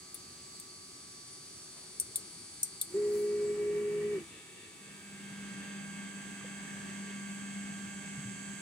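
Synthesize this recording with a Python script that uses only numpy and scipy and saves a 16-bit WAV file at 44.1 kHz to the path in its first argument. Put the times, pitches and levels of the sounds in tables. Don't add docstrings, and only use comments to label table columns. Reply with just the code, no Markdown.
import sys
import numpy as np
from scipy import signal
from scipy.fft import rfft, irfft, next_fast_len
from scipy.io import wavfile
from scipy.ndimage import uniform_filter1d

SR = 44100
rng = np.random.default_rng(int(sys.argv[2]) if len(sys.argv) > 2 else 0)


def generate_wav(signal):
    frames = np.transpose(np.atleast_2d(signal))
    scaled = np.clip(frames, -1, 1) * 32767
    pcm = np.round(scaled).astype(np.int16)
    wavfile.write(sys.argv[1], SR, pcm)


N = 380080
FFT_SIZE = next_fast_len(N, True)
T, HZ = np.arange(N) / SR, np.fft.rfftfreq(FFT_SIZE, 1 / SR) + 1e-3
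DESCENT_START_S, DESCENT_LENGTH_S = 4.814, 3.94
STEP_HZ, STEPS_PER_TURN, MICROSTEPS = 99.73, 200, 64


# f/Hz, relative level/dB
BELT_TONES = [(414.6, 0.5), (355, -17), (213, -23), (524, -37.5), (1946, -35.5)]

def belt_hum(start_s=2.944, stop_s=4.188, fade_db_per_s=3, pulley_hz=11.1, ring_s=0.046):
    shortfall = np.maximum(2.7 * (2.975 - T), 2.33 * (T - 4.135))
    speed = np.clip(1 - shortfall, 0.8, 1)
    hum = sum(undb(db + 0.4 * walk(90)) * tone(turns(hz * speed), hz, waver_db=0.15, lead_rad=0.15)
              for hz, db in BELT_TONES)
    dip_db = -4.5 * swell(3.562, 0.032)
    pulley_throb_db = 0.9 * np.cos(2 * np.pi * pulley_hz * (T - 3.06))
    level_db = -30.5 - fade_db_per_s * (T - start_s) + dip_db + pulley_throb_db
    running = ramp(start_s, 0.0049) * (1 - ramp(stop_s, 0.0043))
    outside_s = np.maximum(np.maximum(start_s - T, T - stop_s), 0)
    fringe = np.exp(-outside_s / ring_s) * undb(np.where(T < start_s, -20, -13))
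    return hum * undb(level_db) * (running + fringe * (1 - running))


# f/Hz, density/(dB/Hz)
ROLL_SPECTRUM = [(40, -103), (90, -80.5), (160, -79), (260, -79), (390, -70), (480, -79.5), (650, -90.5),
                 (800, -89.5), (1400, -90.5), (2400, -94), (3500, -102), (7000, -100), (14000, -112)]
# f/Hz, width/Hz, relative level/dB
CARRIAGE_MODES = [(1845, 300, 2.5), (2300, 77, 1), (2780, 420, -3.5)]

def carriage(whine_hz=2280):
    rolling = ramp(2.92, 0.037) * (1 - ramp(4.22, 0.033))
    approach = np.clip(T - 4, -1, 0)
    roll = shape(noise(), colour(ROLL_SPECTRUM)) * undb(-1 + 0.31 * approach + walk(30))
    rasp = ringing_noise(CARRIAGE_MODES) * undb(-55 + 0.92 * walk(50))
    whine = tone(2 * np.pi * whine_hz * T, whine_hz, waver_db=1) * undb(-58) * ramp(3.21, 0.21)
    rumble = ringing_noise([(165.7, 21, 0), (215, 19, 0)]) * undb(-50)
    return (roll + whine + (rasp + rumble) * undb(12 * approach)) * rolling


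# multiple of step rate, level/dB, left minus right/dB
SCREW_LINES = [(3, -66, -5), (6, -70.5, -10), (7, -71.5, -2), (8, -69, -5), (15, -65, 5), (16, -53, -9),
               (17, -69, 0), (21, -68, 8), (22, -59.5, 5), (26, -63.5, 1), (32, -64, -1), (78, -69, -8),
               (80, -61, -11), (82, -64, -17)]
# f/Hz, width/Hz, relative level/dB
FRAME_MODES = [(1610, 100, -1.5), (1740, 200, -1), (2133, 80, 6), (2690, 68, -2.5), (2863, 150, -5.5),
               (3202, 115, 2)]
# f/Hz, density/(dB/Hz)
RUB_SPECTRUM = [(40, -100), (100, -87.5), (165, -68), (220, -76), (290, -74.5), (330, -101), (380, -82),
                (450, -92.5), (900, -89.5), (1350, -89.5), (1800, -86.5), (2250, -87), (2450, -88.5),
                (3300, -93.5), (4000, -101), (12000, -114)]

def lead_screws(take_up_s=0.71, slack_db=-11.5, tight_spot_s=7.58, line_trim_db=-1.5, sing_hz=4813):
    load = undb(slack_db * np.clip(1 - (T - DESCENT_START_S) / take_up_s, 0, 1))
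    strain = undb(2 * swell(7.16, 0.88))
    binding_db = 2 * np.cos(2 * np.pi * (T - tight_spot_s) * STEP_HZ / STEPS_PER_TURN)
    phase = turns(STEP_HZ * (1 + 0.00026 * walk(8)))
    drone = tone(2 * phase, 180, pan_db=0.93, waver_db=0.54) * undb(-47 + binding_db + 1.7 * walk(40))
    whine = sum(undb(db + line_trim_db) * tone(k * phase, k * STEP_HZ, pan_db, 3 if k < 10 else 0.5)
                for k, db, pan_db in SCREW_LINES)
    whistle = undb(-60) * np.sin(MICROSTEPS * phase) * pan(-32)
    sing = tone(2 * np.pi * sing_hz * T, sing_hz) * undb(-71) * swell(5.3, 2.1)
    steps = 0.25 * buzz(phase, SCREW_LINES, count=40)
    shaking = steps + noise(treble_likeness=0.98) * (1 + 0.11 * np.cos(phase))
    rattle = unit(shape(shaking, rings(FRAME_MODES))) * undb(-59 + walk(30))
    friction = noise() + shape(steps, 1 / (1 + (500 / HZ) ** 4)) / 2
    rub = shape(friction, colour(RUB_SPECTRUM)) * undb(-3 + walk(20))
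    scrape = ringing_noise([(1725, 200, 0)]) * undb(-55.5) * swell(6.78, 0.29)
    loaded = load * (strain * (drone + rattle) + whine + whistle + rub + scrape)
    return ramp(DESCENT_START_S, 0.035) * (loaded + sing)


# f/Hz, width/Hz, relative level in timbre A/dB, in timbre B/dB
CLICK_MODES = [(3543, 59, -35, 1), (4390, 230, -25.5, -10), (5860, 270, -11.5, -20),
               (7200, 190, -9.5, -9.5), (8010, 260, -18, -5.5), (8590, 195, 3, 1.5), (8996, 250, -0.5, 0),
               (9480, 120, -11, -6), (9750, 190, -5.5, -5), (11620, 260, -15.5, -8), (12360, 330, -20, -12),
               (14000, 760, -23, -17)]
# t/s, level/dB, timbre (0 = A, 1 = B), left minus right/dB, pitch ratio of the upper modes
TICKS_AND_CLICKS = [(0.144, -28.5, 0.9, 7, 1.09), (0.5987, -33, 0.7, 5, 0.98), (1.999, -15.5, 0, 3.5, 0.99),
                    (2.158, -17, 0.71, 4, 1), (2.6307, -15, 0.03, 3, 0.992), (2.8136, -17, 0.74, 3.5, 1)]

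def ticks_and_clicks(trim_db=1.6, snap_s=0.00071, case_s=0.0064, room_s=0.026, upper_above_hz=8000):
    out, size = np.zeros((2, N)), 8192
    t, f = np.arange(size) / SR, np.fft.rfftfreq(size, 1 / SR) + 1e-3
    attack = 1 - np.exp(-t / 0.00069)
    decay = np.exp(-t / snap_s) + undb(-10) * np.exp(-t / case_s) + undb(-23) * np.exp(-t / room_s)
    body_highpass, crack_highpass = (1 / np.sqrt(1 + (hz / f) ** 16) for hz in (3500, 10000))
    for s, db, timbre, pan_db, pitch in TICKS_AND_CLICKS:
        body = sum((-1) ** k * undb(a_db + (b_db - a_db) * timbre)
                   * resonance(f, hz * (pitch if hz > upper_above_hz else 1), width)
                   for k, (hz, width, a_db, b_db) in enumerate(CLICK_MODES))
        ring = irfft(rfft(rng.standard_normal((2, size))) * body * body_highpass)
        ring /= np.sqrt(uniform_filter1d(ring ** 2, size // 128) + 1e-18)
        crack = unit(irfft(rfft(rng.standard_normal((2, size))) * crack_highpass))
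        crack *= undb(-9) * np.exp(-t / 0.0014)
        click = (ring * decay + crack * pan(pan_db)) * attack
        start = int(s * SR)
        out[:, start:start + size] += click * undb(db + trim_db) * pan(pan_db)
    return out


# t/s, f/Hz, decay rate/(1/s), level/dB
FRAME_KNOCKS = [(2.02, 83.7, 25, -55.5), (6.411, 1200, 500, -38), (6.412, 2000, 900, -37),
                (6.444, 500, 150, -39), (8.174, 145.5, 32, -36.5), (8.25, 119, 23.8, -39.5)]

def frame_knocks():
    out = np.zeros(N)
    for s, hz, decay_per_s, db in FRAME_KNOCKS:
        t = np.maximum(T - s, 0)
        envelope = np.minimum(hz * t, 1) * np.exp(-np.minimum(decay_per_s * t, 30))
        out += undb(db) * np.sin(2 * np.pi * hz * t) * envelope
    return out


# multiple of shaft rate, level parked/dB, over bed/dB, lowered/dB, left minus right/dB
FAN_LINES = [(10, -76, -76, -76, -6), (12, -80, -78, -73, 2), (20, -77, -78, -65, -9),
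             (25, -76, -76, -68, 5), (27, -74, -69, -69, 7), (28, -73, -66, -64, 7),
             (29, -76, -74, -72, -1), (32, -78, -69, -69, 3), (40, -83, -74, -69, 5),
             (44, -76, -69, -75, -2), (54, -67, -80, -76, -2), (55, -73, -75, -86, 0),
             (56, -65, -75, -68, -1), (57, -71, -82, -77, -2), (58, -66, -72, -73, 2),
             (68, -74, -85, -76, 3), (72, -70, -75, -79, -3), (79, -68, -84, -68, -5),
             (81, -77, -72, -67, -1), (88, -71, -75, -73, -1), (92, -73, -72, -68, -12),
             (94, -71, -73, -64, -6), (96, -66, -65, -63, -12), (98, -65, -76, -62, -12),
             (101, -78, -71, -69, -9), (103, -73, -70, -65, -6), (109, -71, -80, -75, 5),
             (110, -70, -85, -73, 10), (111, -67, -74, -79, 9), (113, -67, -79, -75, 16),
             (114, -72, -66, -79, 17), (121, -74, -74, -85, 10)]

def head_fan(free_hz=81.05, blocked_hz=81.19):
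    over_bed, _ = head_position()
    sunk = ramp(5.35, 0.4)
    phase = turns((free_hz + (blocked_hz - free_hz) * over_bed) * (1 + 0.00025 * walk(12)))
    lines = 0
    for k, parked_db, bed_db, low_db, pan_db in FAN_LINES:
        db = parked_db + (bed_db - parked_db) * over_bed + (low_db - bed_db) * sunk
        lines += tone(k * phase, k * free_hz, pan_db, waver_db=1.5) * undb(db + vent_beam_db(k * free_hz))
    blades = buzz(phase, FAN_LINES, count=185)
    tint = colour([(300, 7), (2000, 9), (3000, 4), (4000, 9.5), (6000, 9),
                   (10500, 7), (12000, -22), (15000, -6)])
    direct = unit(shape(blades, tint)) * undb(-66 - 2 * over_bed)
    return lines + fan_duct(blades, phase) + direct


# f/Hz, width/Hz, left minus right/dB, tick depth, level parked/dB,
# gain over bed/dB, gain lowered/dB
DUCT_MODES = [(4570, 370, -0.5, 0.77, -62, -13.5, 4), (5500, 230, 2, .5, -79.5, -8, -3),
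              (6540, 340, -2, 1.3, -73, 2, 12), (7840, 640, -10.5, 0.21, -67.5, 2, 14),
              (9250, 1000, 37, 4.8, -64.5, 0, -6)]

def fan_duct(blades, phase, tick_turns=0.12):
    over_bed, lowered = head_position()
    source = blades + 1.3 * noise()
    tick = np.exp(-(phase / (2 * np.pi) % 1) / tick_turns)
    out = 0
    for hz, width, pan_db, depth, parked_db, bed_db, low_db in DUCT_MODES:
        ring = unit(shape(source * (1 + depth * tick), rings([(hz, width, 0)])))
        db = parked_db + bed_db * over_bed + low_db * lowered + 1.57 * vent_beam_db(hz)
        out += ring * pan(pan_db) * undb(db)
    return out


# f/Hz, t/s of passing the listener, gain/dB
VENT_BEAMS = [(2600, 1.3, -4.5), (3570, 1.8, 5.5), (4540, 2.6, 1), (6030, 1.4, 7), (6360, 0.73, 1),
              (7800, 2.56, 2.5), (9200, 2.37, 5)]

def vent_beam_db(hz):
    knots_hz, *columns = np.transpose(VENT_BEAMS)
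    pass_s, gain_db = (np.interp(hz, knots_hz, column) for column in columns)
    return gain_db * swell(pass_s, 0.96)


# f/Hz, width/Hz, relative level/dB
WHIRR_BANDS = [(399, 134, 1), (1820, 240, -1.5), (2680, 330, -2.5), (3520, 400, -5), (4110, 130, -13)]

def bed_whirr():
    return ringing_noise(WHIRR_BANDS) * undb(-61 + 2.2 * walk(11)) * ramp(4.08, 0.21)


# t/s, half-length/s, f/Hz, width/Hz, level/dB
EDGE_SWISHES = [(0.503, 0.093, 7950, 300, -57), (0.55, 0.14, 4600, 350, -58), (1.5, 0.49, 9100, 200, -59),
                (3.082, 0.22, 7400, 600, -59.5), (3.53, 0.17, 7780, 349.7, -58.5),
                (4.05, 0.35, 10200, 450, -74)]

def edge_swishes(flutter_db=4):
    stream, flutter = noise(), undb(flutter_db * walk(25))
    return flutter * sum(unit(shape(stream, rings([(hz, width, 0)]))) * undb(db) * swell(s, half_s)
                         for s, half_s, hz, width, db in EDGE_SWISHES)


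def air_hiss():
    tint = colour([(6000, -12.5), (9000, -0.5), (10200, 1.5), (12000, -9), (15500, -10.5)])
    hiss = unit(shape(panel_echo(noise()), tint))
    envelope = undb(-66 + 1.1 * walk(9)) + undb(-53) * swell(3.18, 0.062)
    return hiss * envelope * pan(10)


# t/s, level/dB
BASE_FAN_LEVELS = [(0, -67.5), (.7, -66), (2, -72), (2.8, -72), (3.6, -62.5), (4.6, -72.5), (5.6, -63.5),
                   (8.62, -63.5)]

def base_fan(blade_hz=1153):
    level_db = np.interp(T, *np.transpose(BASE_FAN_LEVELS))
    phase = turns(blade_hz * (1 + 0.003 * walk(45)))
    return undb(level_db) * tone(phase, blade_hz, pan_db=-3, waver_db=1.3, lead_rad=1.7)


def faint_tones(thin_hz=1260, hum_hz=370.3):
    thin = tone(turns(thin_hz * (1 + 0.001 * walk(20))), thin_hz, lead_rad=0.8)
    hum = tone(turns(hum_hz * (1 + 0.00439 * walk(10))), hum_hz)
    return undb(-75) * thin + undb(-71) * hum


def rustle():
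    tint = colour([(200, -2), (600, 3), (1600, 2), (3000, 0), (9000, -2), (15000, -23)])
    return unit(shape(noise(), tint)) * undb(-60.5 + 2.2 * walk(70)) * swell(1.77, 0.26)


def handling_rumble():
    tint = colour([(30, -20), (80, 2), (250, -4), (400, 3), (700, -18), (2000, -38)])
    return unit(shape(noise(), tint)) * undb(-61) * swell(2.08, 0.27)


# f/Hz, density/(dB/Hz)
RUSH_SPECTRUM = [(25, -109.0), (50, -100.0), (85, -86.5), (170, -85), (250, -88), (390, -87), (500, -99),
                 (750, -100.0), (1500, -99), (3000, -98.5), (6500, -94.5), (10000, -101.5), (12000, -111.0),
                 (15000, -118.0)]

def room_rush(bass_hz=90, treble_hz=4500):
    over_bed, lowered = head_position()
    low, high = 1 / (1 + (HZ / bass_hz) ** 4), 1 / (1 + (treble_hz / HZ) ** 8)
    source, tint = noise(), colour(RUSH_SPECTRUM)
    bass = shape(source, tint * low) * undb(-7 * swell(4.76, 0.33) + 2 * lowered)
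    middle = shape(source, tint * (1 - low - high))
    treble = shape(panel_echo(source), tint * high) * undb(-6 * over_bed + 3 * lowered)
    return (bass + middle + treble) * undb(ramp(2.1, 0.22) - 0.5 + walk(4.9))


def head_position():
    return ramp(3.53, 0.2), np.clip((T - DESCENT_START_S) / DESCENT_LENGTH_S, 0, 1)


def panel_echo(x, delay_s=0.001535, gain=0.42):
    echo_t = T - delay_s * (1 + 0.005 * walk(2))
    echo = np.array([np.interp(echo_t, T, channel) for channel in x])
    return (x + gain * echo) / np.hypot(1, gain)


def buzz(phase, lines, count, size=8192, scatter_db=2.5):
    weak = ~np.isin(np.arange(count), [0] + [row[0] for row in lines])
    phasors = np.exp(2j * np.pi * rng.random((2, count)))
    cycle = irfft(phasors * undb(scatter_db * rng.standard_normal(count)) * weak, size)
    index = (phase / (2 * np.pi) % 1 * size).astype(int) % size
    return unit(cycle[:, index])


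def tone(phase, spread_hz, pan_db=0, waver_db=2, lead_rad=0.42):
    apart_rad = min(lead_rad + spread_hz / 3500, np.pi / 2)
    offset = rng.uniform(0, 2 * np.pi) + np.array([[0.5], [-0.5]]) * apart_rad
    return np.sqrt(2) * np.sin(phase + offset) * pan(pan_db) * undb(waver_db * walk(5))


def noise(bass_likeness=0.92, treble_likeness=0.09, crossover_hz=900):
    mid, side = rng.standard_normal((2, N))
    alike = treble_likeness + (bass_likeness - treble_likeness) / (1 + (HZ / crossover_hz) ** 2)
    mid, side = shape(mid, np.sqrt((1 + alike) / 2)), shape(side, np.sqrt((1 - alike) / 2))
    return np.array([mid + side, mid - side])


def ringing_noise(modes):
    return unit(shape(noise(), rings(modes)))


def rings(modes):
    return sum(undb(db) * np.abs(resonance(HZ, hz, width)) ** 2 for hz, width, db in modes)


def resonance(f, hz, width_hz):
    return 1 / (1 + 1j * (f / hz - hz / f) * hz / width_hz)


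def colour(points):
    hz, db = np.transpose(points)
    return undb(np.interp(np.log(HZ), np.log(hz), db)) * np.sqrt(SR / 2)


def shape(x, response):
    return irfft(rfft(x, FFT_SIZE) * response, FFT_SIZE)[..., :N]


def turns(hz):
    return 2 * np.pi * np.cumsum(hz) / SR


def walk(rate_hz):
    hop = int(SR / rate_hz)
    knots_s = np.arange(N // hop + 2) * hop / SR
    return 1.228 * uniform_filter1d(np.interp(T, knots_s, rng.standard_normal(len(knots_s))), hop // 2)


def ramp(at_s, half_s):
    return 0.5 + 0.5 * np.tanh((T - at_s) / half_s)


def swell(at_s, half_s):
    return np.exp(-((T - at_s) / half_s) ** 2)


def pan(db):
    return unit(undb(np.array([[db], [-db]]) / 2))


def unit(x):
    return x / np.sqrt(np.mean(x ** 2))


def undb(db):
    return 10 ** (np.asarray(db) / 20)


def scene():
    air = head_fan() + bed_whirr() + edge_swishes() + room_rush() + air_hiss() + base_fan()
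    background = air + faint_tones()
    motion = belt_hum() + carriage() + lead_screws()
    return motion + ticks_and_clicks() + frame_knocks() + rustle() + handling_rumble() + background


def record(dry, top_hz=15800):
    return signal.sosfilt(signal.ellip(8, 0.2, 70, top_hz, fs=SR, output="sos"), dry)


dry = scene()
out = record(dry)
generate_wav(out)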